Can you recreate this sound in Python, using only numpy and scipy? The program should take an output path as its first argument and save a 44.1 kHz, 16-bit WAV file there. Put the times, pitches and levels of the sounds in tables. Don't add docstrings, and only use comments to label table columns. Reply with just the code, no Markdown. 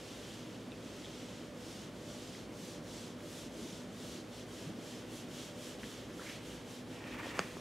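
import sys
import numpy as np
from scipy import signal
from scipy.fft import rfft, irfft, next_fast_len
from scipy.io import wavfile
from scipy.ndimage import uniform_filter1d, map_coordinates

SR = 44100
rng = np.random.default_rng(int(sys.argv[2]) if len(sys.argv) > 2 else 0)


def invert_db(level):
    return 10 ** (np.asarray(level, dtype=float) / 20)


def waveform_to_disk(signal):
    frames = np.transpose(np.atleast_2d(signal))
    scaled = np.clip(frames, -1, 1) * 32767
    samples = np.round(scaled).astype(np.int16)
    wavfile.write(sys.argv[1], SR, samples)


N = 335447
TOP_HZ = 15720

# [turn t/s, full-speed hiss level/dB, place of full speed/0-1, pressure level/dB, sheen level/dB]
SWEEPS = [(-.3, -57.5, 0.7, 0.5, -2), (.48, -64, 0.2, 3, 0), (.69, -58.5, 0.57, 1.5, -3),
          (1.52, -56, 0.6, -2, -1.5), (1.91, -56, 0.58, -2.5, -2), (2.48, -55, 0.63, -3.5, 1),
          (2.81, -54, .55, -4.5, -2), (3.15, -55, 0.66, -2, 1.5), (3.5, -54.5, 0.5, -3, -1),
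          (3.87, -54, 0.65, -3.5, 0), (4.24, -56.5, 0.67, -2, -1.5), (4.46, -56.5, 0.49, 0.5, 1),
          (4.75, -56, 0.61, 0.5, 0), (5.06, -55.5, 0.58, -0.5, 3), (5.27, -54, 0.52, 0.5, 0.5),
          (5.54, -55.5, 0.54, 2, 3), (5.78, -56.5, 0.42, 2.5, 1.5), (6.08, -55, 0.67, 0, 1),
          (6.405, -58, .48, 2.5, 1.5), (6.64, -58, 0.51, 1.5, 2.5), (6.845, -61.5, 0.57, 3, 2.5),
          (7.018, -64.5, 0.56, 10, 0), (7.18, -56.5, 0.62, 4.5, -3), (7.35, -59, 0, -1, 2)]


def eraser():
    # [f/Hz, level/dB per Hz]
    felt_colour = [(1000, -1), (1900, 0), (2500, -0.5), (3100, 4.5), (3400, 3), (3900, -1), (5000, -4.5),
                   (5600, -3.5), (6300, -5), (7300, -6.5), (8800, -11), (11200, -14.5), (13500, -21.5),
                   (15700, -28)]
    *_, pressure_db, sheen_db = np.transpose(SWEEPS)

    def felt(f):
        return invert_db(along(felt_colour, f)) * f ** 2 / (f ** 2 + 1500 ** 2)

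    def low(f, edge_hz):
        return 1 / (1 + (f / edge_hz) ** 4)

    drag = rush(lambda f: felt(f) * low(f, 4240), patchy_db=0.3)
    hiss = rush(lambda f: felt(f) * (1 - low(f, 3750)) * low(f, 8740), patchy_db=1.0)
    sheen = rush(lambda f: felt(f) * (1 - low(f, 7400)), patchy_db=0.7)
    sheen_over_hiss_db = -7
    drag_level = sweeps(shift=0.023, rounding=0.65, db=pressure_db - 3.0, carry_db=1)
    hiss_level = sweeps(shift=0, rounding=0.8, db=0, carry_db=0)
    sheen_level = sweeps(shift=-0.083, rounding=1, db=sheen_over_hiss_db + sheen_db,
                         carry_db=sheen_over_hiss_db)
    catch = invert_db(0.45 * wobble(9) + 0.25 * wobble(300))
    return catch * (drag_level * drag + hiss_level * hiss + sheen_level * sheen)


def sweeps(shift, rounding, db, carry_db):
    # [t/s, level/dB]
    turn_hiss = [(0, -63.5), (.5, -64.5), (.7, -68.5), (2.5, -69), (4.8, -66.5), (5.1, -63.5), (6.5, -63.5),
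                 (6.85, -66.5), (7.6, -62.5)]
    last_turn_s, usual_s = 7.78, 0.33
    s, top_db, place, *_ = np.transpose(SWEEPS)
    t = np.arange(N) / SR
    length = np.diff(np.append(s, last_turn_s))
    k = np.clip(np.searchsorted(s, t) - 1, 0, len(s) - 1)
    warp = np.log(0.5) / np.log(np.clip(place + shift, 0.1, 0.9))
    u = np.clip((t - s[k]) / length[k], 0, 1) ** warp[k]
    pointed = rounding * (usual_s / length[k]) ** 0.6
    swell = invert_db(top_db + db)[k] * np.abs(np.sin(np.pi * u)) ** pointed
    return np.hypot(swell, invert_db(curves(turn_hiss)[0] + carry_db))


def board():
    # [t/s, peak level/dB, f/Hz]
    jolts = [(2.625, -42.5, 174), (3.46, -39, 249), (3.554, -39.5, 323), (3.585, -37.5, 416),
             (3.6, -37, 241), (3.62, -36.5, 213), (3.639, -37, 267), (3.646, -38, 343), (3.724, -33, 200),
             (4.665, -31.5, 156), (4.691, -34, 317), (4.702, -31.5, 213), (4.74, -38, 225),
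             (4.779, -35, 206), (4.785, -38, 270), (4.815, -40, 230), (5.83, -35.5, 210), (7.39, -32, 181)]
    out = np.zeros(N + SR)
    t = np.arange(SR // 8) / SR
    swell = t / 0.015 * np.exp(1 - t / 0.007)
    for s, db, hz in jolts:
        out[round(s * SR):][:len(t)] += invert_db(db) * swell * np.sin(2 * np.pi * hz * t)
    return out[:N]


def scuff():
    # [t/s, level/dB, centre f/Hz]
    scrape = [(6.1, -59, 1537), (6.188, -69, 1450), (6.194, -55, 1378), (6.232, -52.5, 1380),
              (6.286, -48.5, 2194), (6.338, -52.5, 2450), (6.438, -64, 1840), (6.45, -62, 1896)]
    db, hz, gate = curves(scrape)
    grain = rng.standard_normal((2, N)) * invert_db(2.1 * wobble(120))
    rough = filtered(grain, lambda f: 1 / (1 + (f / 700) ** 2))
    phase = 2 * np.pi * np.cumsum(hz) / SR
    note = rough[0] * np.sin(phase) + rough[1] * np.cos(phase)
    return invert_db(db - 1.5) * gate * unit(note)


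def slide():
    # [t/s, level/dB]
    slide_path = [(6.924, -59.5), (7.148, -48), (7.172, -53), (7.198, -45.5), (7.314, -49), (7.39, -43.5),
                  (7.44, -49), (7.596, -62)]
    # [f/Hz, width/Hz, level/dB]
    desk_modes = [(900, 640, 0), (1450, 360, 2), (1840, 180, 5.5), (2350, 210, 3.5), (2720, 330, 0),
                  (3100, 370, -23)]
    db, gate = curves(slide_path)
    grain = invert_db(2.1 * wobble(60)) * rush(modes(desk_modes), patchy_db=1.0)
    return invert_db(db - 1.5) * gate * unit(grain)


def ticks():
    # [t/s, peak level/dB, centre f/Hz, width/Hz]
    small_contacts = [(0.719, -45, 3640, 600), (.719, -48, 2650, 400), (.725, -50, 2680, 400),
                      (.733, -52, 2600, 300), (1.045, -44, 3260, 500), (1.046, -48, 1990, 600),
                      (1.049, -46, 3720, 400), (1.057, -47, 3420, 400), (1.064, -49, 3200, 400),
                      (1.105, -53, 3270, 250), (2.35, -46, 2010, 400), (3.206, -44.5, 2190, 1000),
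                      (5.8332, -35.5, 1900, 1200), (5.84, -46, 1800, 400), (5.84, -45, 3100, 600),
                      (6.195, -43, 1360, 300), (7.041, -42, 2500, 1000), (7.166, -42, 900, 700),
                      (7.2005, -35, 2000, 1500), (7.259, -36, 700, 600), (7.268, -37.5, 530, 200),
                      (7.569, -38, 1000, 700), (7.57, -37, 400, 300)]
    out = np.zeros(N + SR)
    t = np.arange(SR // 20) / SR
    for s, db, hz, width_hz in small_contacts:
        u = np.pi * width_hz * t
        out[round(s * SR):][:len(t)] += invert_db(db + 1.5) * u * np.exp(1 - u) * np.sin(2 * np.pi * hz * t)
    return out[:N]


def snap():
    # [t/s, peak level/dB]
    snap_event = (7.3926, -11.5)
    # [f/Hz, level/dB]
    snap_colour = [(50, -15), (180, -2), (450, 3.5), (950, -7), (1350, 1), (1800, 2.5), (2450, -5),
                   (3300, -15.5), (4800, -13), (6500, -15), (8400, -20), (10300, -48), (13500, -42),
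                   (15200, -40)]
    # [delay t/s, level/dB]
    spring_back = (0.00052, -2.3)
    s, db = snap_event
    delay_s, rebound_db = spring_back
    pulse = causal(snap_colour)
    blow = np.zeros(N)
    blow[round(s * SR):][:len(pulse)] = -pulse
    both = filtered(blow, lambda f: 1 - invert_db(rebound_db) * np.exp(-2j * np.pi * f * delay_s))
    return invert_db(db) * both / np.abs(both).max()


def room(x):
    # [delay t/s, level/dB]
    walls = [(.0075, -16), (.0084, -22), (.012, -24), (.022, -24), (.031, -27)]
    # [f/Hz, T60 t/s]
    decay = [(200, 0.32), (2000, 0.26), (10000, 0.31)]
    hz, t, z = signal.stft(rng.standard_normal((2, SR // 2)), SR, nperseg=256)
    tail = signal.istft(z * invert_db(-60 * t / along(decay, hz)[:, None]), SR, nperseg=256)[1]
    tail = tail / np.linalg.norm(tail[0])
    late = signal.fftconvolve(np.pad(x, (300, 0))[None], tail, axes=1)[:, :N]
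    early = filtered(x, lambda f: sum(invert_db(db) * np.exp(-2j * np.pi * f * s) for s, db in walls))
    return early + invert_db(-18.5) * late


def ventilation():
    # [f/Hz, level/dB per Hz]
    air_colour = [(15, -50), (25, -29), (64, -11.5), (102, -11.5), (152, -1.5), (241, -0.2), (424, -4),
                  (602, -9.5), (809, -14), (2380, -21.5), (6110, -31), (11200, -39), (11700, -39.5),
                  (15700, -48)]
    # [f/Hz, width/Hz, level over the air/dB]
    duct = [(57, 11, 9), (105.7, 4.8, 5.5), (111, 12, 1), (239, 8.1, 2.5), (313, 11, 4.5), (508, 21, 3.5),
            (586.5, 8.8, 8.5), (638, 7.1, -0.5)]
    # [f/Hz, rms level/dB]
    fan_tones = [(57, -72), (99, -66.5), (113, -61.5), (247.6, -59), (495.3, -63.5), (587, -71),
                 (640, -69.5)]

    def peaks(f):
        return 1 + sum((invert_db(db) - 1) / (1 + (2 * (f - c) / w) ** 2) for c, w, db in duct)

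    air = rush(lambda f: invert_db(along(air_colour, f)) * peaks(f), patchy_db=-0.04)
    t = np.arange(N) / SR
    hum = np.zeros(N)
    for hz, db in fan_tones:
        phase = 2 * np.pi * hz * t + 0.35 * wobble(4.03)
        hum += np.sqrt(2) * invert_db(db + 1.1 * wobble(3.02)) * np.sin(phase)
    return invert_db(-48.42 + 0.1 * wobble(3.29)) * air + hum


def rush(response, patchy_db):
    # [f/Hz, likeness/0-1]
    likeness = [(60, 0.98), (120, 0.98), (240, 0.97), (480, 0.94), (950, 0.82), (1890, 0.87), (3770, 0.9),
                (7520, 0.88), (15000, 0.87)]
    z = signal.stft(rng.standard_normal((2, N)), nperseg=512)[2]
    field = uniform_filter1d(rng.standard_normal(z.shape[1:]), 6, 0)
    field = uniform_filter1d(field, 12, 1)
    pair = signal.istft(z * invert_db(patchy_db * unit(field)), nperseg=512)[1][:, :N]

    def mid_side(hz):
        angle = np.arccos(np.clip(along(likeness, hz), -1, 1)) / 2
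        return response(hz) * (hz < TOP_HZ) * np.array([np.cos(angle), np.sin(angle)])

    mid, side = filtered(pair, mid_side)
    return unit(np.array([mid + side, mid - side]))


def modes(table):
    def response(f):
        return sum((-1) ** k * invert_db(db) * 1j * f * w / (c * c - f * f + 1j * f * w)
                   for k, (c, w, db) in enumerate(table))
    return response


def causal(points):
    cep = irfft(np.log(invert_db(along(points, np.fft.rfftfreq(4096, 1 / SR)))))
    cep[1:2048] *= 2
    cep[2049:] = 0
    return irfft(np.exp(rfft(cep)))


def filtered(x, response):
    m = next_fast_len(N + SR // 2)
    return irfft(rfft(x, m) * response(np.fft.rfftfreq(m, 1 / SR)), m)[..., :N]


def wobble(rate):
    knots = rng.standard_normal(int(N * rate / SR) + 4)
    return map_coordinates(knots, [np.arange(N) * rate / SR])


def curves(rows):
    s, *cols = np.transpose(rows)
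    t = np.arange(N) / SR
    gate = np.clip(np.minimum(t - s[0], s[-1] - t) / 0.034 + 1, 0, 1)
    return [np.interp(t, s, c) for c in cols] + [gate]


def along(points, hz):
    f, v = np.transpose(points)
    return np.interp(np.log(hz + 1), np.log(f + 1), v)


def unit(x):
    return x / np.sqrt(np.mean(x ** 2) + 1e-20)


def scene():
    hits = ticks() + snap() + board()
    direct = hits * invert_db(0.3 * np.array([[1], [-1]]))
    return eraser() + scuff() + slide() + direct + room(hits) + ventilation()


def low_pass(x):
    return signal.sosfilt(signal.butter(12, 16440, fs=SR, output="sos"), x)


def record(dry):
    # [f/Hz, left minus right level/dB]
    balance = [(60, -0.5), (130, -0.5), (290, -0.5), (640, -1.0), (1410, -0.5), (3100, -0.5), (6820, 0.0),
               (15000, 0.0)]

    def sensitivity(f):
        lean_db = along(balance, f) / 2 * np.array([[1], [-1]])
        return invert_db(lean_db - 20 * (f > TOP_HZ))

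    return low_pass(filtered(dry, sensitivity))


dry = scene()
out = record(dry)
waveform_to_disk(out)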